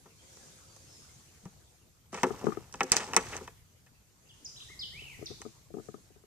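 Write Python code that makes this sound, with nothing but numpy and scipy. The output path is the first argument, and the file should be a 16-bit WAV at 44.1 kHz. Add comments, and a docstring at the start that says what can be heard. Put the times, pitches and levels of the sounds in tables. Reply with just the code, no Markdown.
"""Tackle box on a creek bank

In the woods a seated angler rummages in a plastic tackle box and snaps it shut: short bursts of pushes ring its parts.
Cloth slides on a folding chair (shaped noise), the seat thumps and fingers knock on the handheld camera (ringing modes).
A bird sings quick glides (gliding sine tones) that ring among the trees (scattered, fading echoes).
Under it all lie the air of the woods, a low rumble (both noise) and a faint wavering hum (a drifting sine)."""
import sys
import numpy as np
from scipy import signal
from scipy.fft import rfft, irfft
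from scipy.io import wavfile
from scipy.ndimage import uniform_filter1d

SR = 44100
rng = np.random.default_rng(int(sys.argv[2]) if len(sys.argv) > 2 else 0)


def output_pcm(signal):
    """Save a mono or channel-first signal as 16-bit PCM at the path in sys.argv[1].

    Samples are clipped to [-1, 1] before scaling.
    """
    pcm = np.clip(np.atleast_2d(signal).T, -1, 1) * 32767
    wavfile.write(sys.argv[1], SR, np.round(pcm).astype(np.int16))


def undo_db(level):
    """Turn decibels back into plain size, where 20 dB means ten times bigger."""
    steps = np.asarray(level, float) / 20
    return 10 ** steps


N = 276066  # samples in the scene


def evened(x):
    """Scales a sound to an rms of 1."""
    return x / np.sqrt(np.mean(x ** 2) + 1e-20)


def read(points, hz):
    """Reads a table of values over pitch, on a log-frequency axis."""
    f, value = np.transpose(points)
    return np.interp(np.log(hz + 1), np.log(f + 1), value)


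def curve(rows):
    """Joins timed rows with straight lines: one array of samples per column."""
    s, *columns = np.transpose(rows)
    return [np.interp(np.arange(N) / SR, s, column) for column in columns]


# how alike noise is at the two microphone ports: f/Hz, likeness (1 = same, 0 = unrelated)
LIKENESS = [(60, 0.54), (180, 0.89), (550, 0.31), (1650, 0.019), (4970, 0.084), (15000, -0.2)]


def noise(shape, patchy_db):
    """Two-port noise of a given spectrum, with patches that drift in time and pitch."""
    frames, hz = N // 256 + 5, np.fft.rfftfreq(1024, 1 / SR)
    a, b, c, d, patches = rng.standard_normal((frames, 513, 5)).T
    patches = uniform_filter1d(patches, size=10, axis=0)
    patches = evened(uniform_filter1d(patches, size=8, axis=1))
    same = np.clip(read(LIKENESS, hz), -1, 1)[:, None]
    left = a + 1j * b
    right = same * left + np.sqrt(1 - same ** 2) * (c + 1j * d)
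    spectrum = np.array([left, right]) * undo_db(read(shape, hz)[:, None] + patchy_db * patches)
    return evened(signal.istft(spectrum, nperseg=1024, noverlap=768)[1][:, :N])


def ring(pushes, modes):
    """Each mode, a sine that dies away, rings to its own train of pushes."""
    t = np.arange(6000) / SR
    out = np.zeros(pushes.shape[1])
    for push, (hz, db, t60) in zip(pushes, modes):
        tone = undo_db(db - 60 * t / t60) * np.sin(2 * np.pi * hz * t)
        out += signal.oaconvolve(push, tone)[:len(out)]
    return out


def struck(times, dbs, chatters, modes, rise):
    """A blow is dying contact chatter that gives each mode its share; soft contacts rise slowly."""
    out, t = np.zeros((len(modes), N + 2000)), np.arange(2000) / SR
    draws = rng.standard_normal((len(times), len(modes), 2000))
    hz, _, t60 = np.transpose(modes)[:, :, None]
    soft = int(rise * SR)
    for s, db, chatter, draw in zip(times, dbs, chatters, draws):
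        burst = draw * np.exp(-t / max(chatter, 1e-4))
        burst = uniform_filter1d(burst, 1 + soft, origin=soft // 2, mode="constant")
        # how far the burst swings each mode
        turning = burst * undo_db(60 * t / t60) * np.exp(-2j * np.pi * hz * t)
        swing = abs(np.cumsum(turning, 1)) * undo_db(-60 * t / t60)
        burst /= swing.max(1, keepdims=True)  # every mode reaches its usual height
        peak = abs(ring(np.pad(burst, ((0, 0), (0, 500))), modes)).max()
        out[:, round(s * SR):][:, :2000] += undo_db(db) * burst / peak
    return ring(out[:, :N], modes)


def contacts(per_s, spread_db):
    """Contacts at random moments, many small and a few large."""
    sizes = undo_db(spread_db * np.minimum(rng.exponential(1, N), 4))
    return (rng.random(N) < per_s / SR) * sizes


def rattle(modes, per_s, spread_db, detune):
    """Loose contacts at four spots, each ringing a little off the others and dying sooner than a blow."""
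    out = np.zeros(N)
    for shift in np.linspace(-1, 1, 4):
        hits = contacts(per_s, spread_db)
        spot = [(hz * (1 + detune * shift), db, 0.38 * t60) for hz, db, t60 in modes]
        out += ring(hits * rng.standard_normal((len(modes), N)), spot)
    return evened(out)


# how long echoes last among the trees: f/Hz, t60/s
TREE_ECHO = [(200, 0.058), (1500, 0.63), (4000, 0.68), (9000, 0.55)]


def trees(x):
    """Scattered echoes from trunks and bank, each band dying at its own speed."""
    taps = np.zeros((2, SR))
    at = np.arange(300, SR - 20, 20) + rng.integers(0, 20, (2, (SR - 301) // 20))
    np.put_along_axis(taps, at, rng.choice([-1., 1.], at.shape), 1)
    hz, t, z = signal.stft(taps, SR, nperseg=256)
    fade = undo_db(-60 * t / read(TREE_ECHO, hz)[:, None])
    tail = signal.istft(z * fade, SR, nperseg=256)[1]
    return signal.fftconvolve(x[None], tail / np.linalg.norm(tail[0]), axes=1)[:, :N]


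def nearby(x, echo_db):
    """Ground, knees and chair give each port its own few early reflections."""
    taps = np.zeros((2, 500))
    np.put_along_axis(taps, rng.integers(20, 500, (2, 8)), rng.choice([-1., 1.], (2, 8)), 1)
    taps *= undo_db(echo_db - 12 * np.arange(500) / 500)  # later ones are softer
    return signal.oaconvolve(x[None], taps, axes=1)[:, :N]


def arrive(x, size):
    """The left port hears the sound this many samples late (early if negative)."""
    return np.array([np.roll(x, size), x])


def airborne(x, hz):
    """Small things radiate no deep bass: a high-pass filter."""
    return signal.sosfilt(signal.butter(3, hz, "high", fs=SR, output="sos"), x)


# tone colour of the air of the woods: f/Hz, level/dB (relative, per Hz)
WOODS_COLOUR = [(88, -19), (150, 1), (314, -4), (396, -22.5), (481, -19.5), (595, -14), (827, -13.5),
                (1700, -32), (2650, -9.5), (4480, -19), (12800, -19), (15500, -40.5)]


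def woods():
    """The steady air of the woods: noise with strong drifting patches."""
    return undo_db(-70.5) * noise(WOODS_COLOUR, patchy_db=7.5)


# breeze and the holder's grip rumbling in the microphone: t/s, level/dB
RUMBLE_LEVEL = [(0.0, -63), (1.39, -61), (1.78, -66.5), (2.04, -66.5), (2.3, -53), (2.79, -60), (3.03, -56),
                (3.31, -52), (3.71, -63.5), (4.29, -65), (4.83, -58), (5.18, -54.5), (5.51, -61.5),
                (5.82, -62), (6.26, -64.5)]
# tone colour of that rumble: f/Hz, level/dB (relative, per Hz)
RUMBLE_COLOUR = [(20, -38), (40, -23), (80, 2.5), (130, -2), (200, -19.5), (350, -29.5)]


def rumble():
    """Breeze and grip shake the microphone: low noise that swells and sinks."""
    return undo_db(curve(RUMBLE_LEVEL)[0]) * noise(RUMBLE_COLOUR, patchy_db=-1.0)


# hiss of sliding cloth: t/s, level/dB
CLOTH_LEVEL = [(0.0, -67), (0.14, -65.5), (0.3, -58.5), (0.46, -57), (0.68, -61), (1.03, -58.5),
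               (1.29, -63), (2.1, -73), (3.45, -64.5), (3.6, -71), (4.07, -74), (4.35, -65.5),
               (4.65, -56.5), (4.87, -62), (5.43, -60.5), (5.7, -70), (5.86, -61.5), (6.26, -74)]
# tone colour of the hiss: f/Hz, level/dB (relative, per Hz)
HISS_COLOUR = [(1470, -39.5), (2500, -15.5), (4330, -9), (5160, -9), (6490, -3.5), (9800, -14),
               (13900, -28.5), (14800, -26.5), (15500, -51)]
# tone colour of the duller drag: f/Hz, level/dB (relative, per Hz)
DRAG_COLOUR = [(88, -45), (150, -3.5), (475, -2), (516, -5.5), (595, -6), (2500, -12.5), (3250, -53),
               (5500, -120)]


def cloth():
    """Sliding fabric: noisy hiss, and a duller drag that follows it less steeply."""
    hiss_db = curve(CLOTH_LEVEL)[0]
    drag_db = -65.5 + 0.63 * (hiss_db + 60.5)  # 0.63 dB of drag per dB of hiss
    hiss = undo_db(hiss_db) * noise(HISS_COLOUR, patchy_db=1.5)
    return hiss + undo_db(drag_db) * noise(DRAG_COLOUR, patchy_db=3.0)


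# blows on the box: t/s, body level/dB, tilt from wall to rim/dB, crack level/dB, contact chatter/s
# (blows() adjusts levels and chatter for each part)
BOX_BLOWS = [(0.0568, -58.5, -4, -65, 0.016), (0.3704, -62.5, -1.5, -46, 0.01),
             (0.7641, -64, 0, -44, 0.0039), (1.454, -54.5, -1, -49, 0.012),
             (2.1287, -43, -6.5, -41, 0.0064), (2.144, -38.5, -3, -37, 0.0084),
             (2.1744, -45.5, 4.3, -45, 0.012), (2.2325, -22, 0, -19, 0.0084),
             (2.2676, -41, -13, -36.5, 0.00067), (2.4167, -51.5, -11.5, -53, 0.0043),
             (2.726, -76, -5.5, -37.5, 0.0067), (2.7402, -44, 2.5, -35, 0.0039),
             (2.7562, -64, -3, -42.5, 0.0022), (2.8066, -24, 4, -24.5, 0.0061),
             (2.832, -43.5, -10.5, -25, 0.0097), (2.9186, -36.5, 11, -7, 0.0099),
             (2.9666, -37, 8.5, -9.5, 0.004), (2.9972, -42, 4.5, -36.5, 0.032),
             (3.086, -52.5, 5.5, -44.5, 0.0036), (3.1343, -33, 6.5, -27, 0.0018),
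             (3.1443, -42, 3.5, -30.5, 0.0042), (3.1644, -23, 2, -9, 0.013), (3.33, -49, 12.5, -51, 0.017),
             (3.366, -48, 7, -29, 0.013), (3.3833, -53, -6.5, -53, 0.0041), (3.4092, -52, -14, -60, 0.0042),
             (3.477, -46, 3.5, -42.5, 0.0037), (3.8635, -75, 15, -57, 0.01),
             (5.4169, -51.5, 7, -34, 0.0042)]
# ringing of the box walls: f/Hz, level/dB (relative), t60/s
WALL_MODES = [(193.3, -5.5, 0.077), (263, -6.5, 0.17), (368, -2.5, 0.07), (447, -4.5, 0.12),
              (515, -9.5, 0.12)]
# ringing of the lid: f/Hz, level/dB (relative), t60/s
LID_MODES = [(680, -6, 0.055), (806, -0.5, 0.064), (956, 5, 0.025), (1145, 2.5, 0.029), (1315, -0.5, 0.027)]
# ringing of the rim: f/Hz, level/dB (relative), t60/s
RIM_MODES = [(1482, -9, 0.068), (1695, -9.5, 0.093), (1850, 5, 0.011), (1840, -1.5, 0.026),
             (2156, 0.5, 0.013), (2253, -2.5, 0.02), (2544, 0, 0.02), (2913, 1, 0.013), (3200, -10.5, 0.01),
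             (3775, -10.5, .02)]
# bright ringing of the hard edges: f/Hz, level/dB (relative), t60/s
CRACK_MODES = [(4160, -18, 0.044), (4910, -12.5, 0.029), (5300, -6.5, 0.017), (5984, 9, 0.0053),
               (6540, 1, .008), (7200, -1.5, 0.014), (7895, 3, 0.016), (8390, -2, 0.0048),
               (9040, -12, .005), (10070, -19, .004), (13000, -32, .004)]


def blows():
    """Each blow rings walls, lid and rim, and its shorter chatter cracks the hard edges."""
    s, db, tilt_db, crack_db, chatter = np.transpose(BOX_BLOWS)
    body = struck(s, db - tilt_db + 2, chatter, WALL_MODES, rise=0)
    body += struck(s, db + 8, chatter, LID_MODES, rise=0)
    body += struck(s, db + tilt_db + 4, 0.83 * chatter, RIM_MODES, rise=0)
    crack = struck(s, crack_db, 0.11 * chatter, CRACK_MODES, rise=0)  # hard edges part first
    # the same crack, drawn again so the two ports differ
    crack_again = struck(s, crack_db, 0.11 * chatter, CRACK_MODES, rise=0)
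    return body, crack, crack_again


# tone colour of hooks and sinkers clicking: f/Hz, level/dB (relative, per Hz)
TACKLE_COLOUR = [(1650, -36), (2800, -11.5), (4480, -11), (5850, -6), (7130, -8.5), (8370, -11),
                 (11600, -35.5), (12000, -54), (15000, -71.5)]


def jingle(per_s, spread_db, t60):
    """Tiny bright clicks: noise let through in short dying bursts."""
    gate = signal.oaconvolve(contacts(per_s, spread_db), undo_db(-60 * np.arange(2000) / SR / t60))[:N]
    return evened(gate * noise(TACKLE_COLOUR, patchy_db=1))


# a hand stirring tackle in the box: t/s, wall rattle level/dB, tackle jingle level/dB
STIR_LEVEL = [(2.122, -76.5, -67.5), (2.135, -55, -49), (2.3, -50, -57), (2.46, -48.5, -56),
              (2.7, -67.5, -68.5), (2.79, -57, -60.5), (2.91, -55.5, -55), (2.93, -35.5, -34),
              (3.04, -46.5, -48.5), (3.12, -48, -54), (3.2, -44.5, -50.5), (3.26, -53.5, -51),
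              (3.35, -44.5, -49.5), (3.44, -59, -60.5), (3.51, -71, -70)]


def stirring():
    """Loose tackle rattles walls and lid, scrapes the rim and jingles."""
    wall_db, jingle_db = curve(STIR_LEVEL)
    start, end = STIR_LEVEL[0][0], STIR_LEVEL[-1][0]
    inside = np.interp(np.arange(N) / SR, [start - 0.005, start, end, end + 0.031], [0, 1, 1, 0])
    stir = undo_db(wall_db) * rattle(WALL_MODES + LID_MODES, per_s=260, spread_db=3.5, detune=0.066)
    # the same tackle that jingles scrapes the rim, a little softer
    stir += undo_db(jingle_db - 2.5) * rattle(RIM_MODES, per_s=150, spread_db=2.5, detune=0.045)
    return inside * stir, inside * undo_db(jingle_db) * jingle(per_s=4700, spread_db=9.0, t60=0.023)


def box():
    """Blows and loose tackle ring the box, with reflections close by and echoes from the trees."""
    body, crack, crack_again = blows()
    stir, clicks = stirring()
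    body = airborne(body + stir, hz=137.6)
    near = arrive(body + crack, size=3)
    near += nearby(crack, echo_db=-10) + nearby(body, echo_db=-16.5)
    near += arrive(crack_again, size=-2)  # reaches the left port slightly early
    return near + undo_db(-20.0) * trees(body + crack) + clicks


# a faint wavering hum: t/s, level/dB
HUM_LEVEL = [(.15, -86), (.3, -71.5), (.8, -72), (1.0, -90)]


def hum():
    """A thin sine near 525 Hz whose pitch drifts by about 8 Hz."""
    drift = evened(uniform_filter1d(rng.standard_normal(N), size=2000))
    return undo_db(curve(HUM_LEVEL)[0]) * np.sin(2 * np.pi * np.cumsum(525 + 8 * drift) / SR)


def whistle(dry, start, hz, db):
    """Adds one near-sine note, with a warble of pitch and loudness that grows along it."""
    t = np.arange(len(hz)) / SR
    warble = np.cos(2 * np.pi * 66 * t) * np.clip(t / 0.084 - 0.3, 0, 1)  # 66 Hz, none in the first 25 ms
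    tone = np.sin(2 * np.pi * np.cumsum(hz * (1 + 0.023 * warble)) / SR)
    tone *= signal.windows.tukey(len(t), 0.3)  # share of the note spent swelling and fading
    note = undo_db(db) * (1 - 0.84 * warble) * tone
    first = round(start * SR)
    return dry + np.pad(note, (first, N - first - len(t)))


# plain glides and held whistles: start t/s, length/s, from f/Hz, to f/Hz, level/dB
PLAIN_GLIDES = [(.68, 0.039, 4730, 4630, -64.5), (0.719, .14, 4660, 4620, -73),
                (0.872, .15, 5370, 5260, -61.5), (1.09, 0.01, 2170, 2060, -63),
                (4.286, 0.0096, 5270, 4500, -64), (4.292, 0.028, 3570, 2710, -56),
                (5.257, 0.017, 6610, 3200, -38.5), (5.273, .012, 3200, 1700, -57)]
# falls that level off on their last pitch: start t/s, length/s, from f/Hz, to f/Hz, level at the end/dB
LEVELLING_FALLS = [(4.445, .026, 7500, 4860, -39), (4.798, 0.053, 5560, 2910, -37)]
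# notes that shoot up and droop: start t/s, length/s, from f/Hz, top f/Hz, level/dB
HOOKED_NOTES = [(.185, .028, 2880, 3280, -64), (4.56, 0.0288, 2430, 4050, -49.5),
                (4.601, .03, 2154, 3940, -46.5), (4.645, 0.039, 3200, 3600, -69),
                (4.681, 0.067, 1680, 2155, -53), (4.791, 0.0125, 4000, 5230, -38)]
# the one long whistle, up and over: t/s, f/Hz, level/dB
LONG_WHISTLE = [(4.912, 1644, -43), (4.94, 2100, -50.5), (4.975, 2400, -48.5), (4.995, 2670, -45),
                (5.016, 3160, -53), (5.05, 2920, -52), (5.101, 2502, -52.5), (5.15, 1997, -54.5),
                (5.18, 1750, -67)]


def bird():
    """Whistled glides with a quick warble, far enough off that the tree echoes are strong."""
    dry = np.zeros(N)
    for start, length, from_hz, to_hz, db in PLAIN_GLIDES:
        dry = whistle(dry, start, np.geomspace(from_hz, to_hz, round(length * SR)), db)
    for start, length, from_hz, to_hz, db in LEVELLING_FALLS:
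        left = np.linspace(1, 0, round(length * SR))
        hz = to_hz + (from_hz - to_hz) * left ** 2.1  # power 1 would be a straight fall
        dry = whistle(dry, start, hz, db - 3.5 * left ** 2)  # starts 3.5 dB softer and swells
    for start, length, from_hz, top_hz, db in HOOKED_NOTES:
        u = np.linspace(0, 1, round(length * SR))
        hz = top_hz - (top_hz - from_hz) * (1 - u / 0.54) ** 2  # tops out 0.54 of the way along
        dry = whistle(dry, start, hz, db)
    s, hz, db = np.transpose(LONG_WHISTLE)
    t = np.arange(s[0], s[-1], 1 / SR)
    dry = whistle(dry, s[0], np.interp(t, s, hz), np.interp(t, s, db))
    return arrive(dry, size=18) + undo_db(-1.0) * trees(dry)


# the seat taking weight: t/s, level/dB
SEAT_THUMPS = [(1.432, -50), (1.456, -37)]
# ringing of the chair frame: f/Hz, level/dB (relative), t60/s
FRAME_MODES = [(195, 10, 0.054), (131, -15, .08)]


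def chair():
    """Dull thumps in the folding chair: soft blows that ring its frame."""
    s, db = np.transpose(SEAT_THUMPS)
    return arrive(struck(s, db, np.full(len(s), 0.0067), FRAME_MODES, rise=0.00063), size=2)


# fingers on the camera shell: t/s, thud level/dB, tap level/dB (both before the lift in fingers())
FINGER_KNOCKS = [(2.305, -25.5, -37.5), (2.441, -24.5, -54), (2.468, -18, -25.5), (2.484, -23, -44),
                 (2.503, -36, -42), (2.521, -34, -34.5), (2.571, -26.5, -40), (4.699, -51, -58),
                 (5.019, -46, -86), (5.19, -43, -75), (5.213, -41, -69), (5.224, -31, -57),
                 (5.3, -36.5, -63), (5.311, -36.5, -59), (5.404, -45, -64), (5.451, -36, -51.5),
                 (5.46, -32.5, -63), (5.704, -43.5, -74), (5.74, -32, -53), (5.748, -34, -60),
                 (5.768, -31.5, -65), (5.783, -32.5, -52), (5.797, -36, -58), (5.886, -33, -50),
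                 (5.941, -34, -48.5), (5.98, -53, -75), (6.103, -52, -71), (6.159, -50, -74),
                 (6.237, -51.5, -65)]
# low ringing of the shell: f/Hz, level/dB (relative), t60/s
THUD_MODES = [(134.8, -8.5, 0.15), (216.8, -8.5, 0.11), (329.5, -6.5, 0.11), (419, 4.5, 0.036),
              (721, -6, 0.024)]
# higher ringing of the shell: f/Hz, level/dB (relative), t60/s
TAP_MODES = [(1237, -5, 0.028), (1750, -18, 0.018)]


def fingers():
    """Knocks travel through the shell, mostly into the left port."""
    s, thud_db, tap_db = np.transpose(FINGER_KNOCKS)
    thud = struck(s, thud_db + 3.0, np.full(len(s), 0.0027), THUD_MODES, rise=0.00091)
    tap = struck(s, tap_db + 7.5, np.full(len(s), 0.0023), TAP_MODES, rise=0.0002)
    left = airborne(thud + tap, hz=96)
    right = undo_db(-22) * np.roll(left, 12) + nearby(left, echo_db=-14)[1]
    return np.array([left, right])


def scene():
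    """Woods, rumble, cloth and hum, a little stronger on the left, under box, bird, chair and fingers."""
    soft = woods() + rumble() + cloth() + hum()
    return soft * undo_db(np.array([[0.8], [-0.8]])) + box() + bird() + chair() + fingers()


def band_limit(x):
    """A steep low-pass at the top of the band."""
    return signal.sosfilt(signal.butter(12, 16020, fs=SR, output="sos"), x)


# balance of the two microphone ports: f/Hz, left minus right level/dB
PORT_BALANCE = [(60, -3), (180, 4), (550, 1), (1650, 1), (4970, 0), (15000, -9)]


def record(dry):
    """The ports differ in balance, the left duller at the top; then a steep low-pass acts near 15 kHz."""
    hz = np.fft.rfftfreq(N, 1 / SR)
    half_db = read(PORT_BALANCE, hz) / 2
    low_pass_db = -40 * np.clip((hz - 14600) / 900, 0, 1)  # falls 40 dB from 14600 to 15500 Hz
    gain = undo_db(np.array([half_db, -half_db]) + low_pass_db)
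    mix = irfft(rfft(dry, axis=1) * gain, N, axis=1)
    return band_limit(mix)


dry = scene()
out = record(dry)
output_pcm(out)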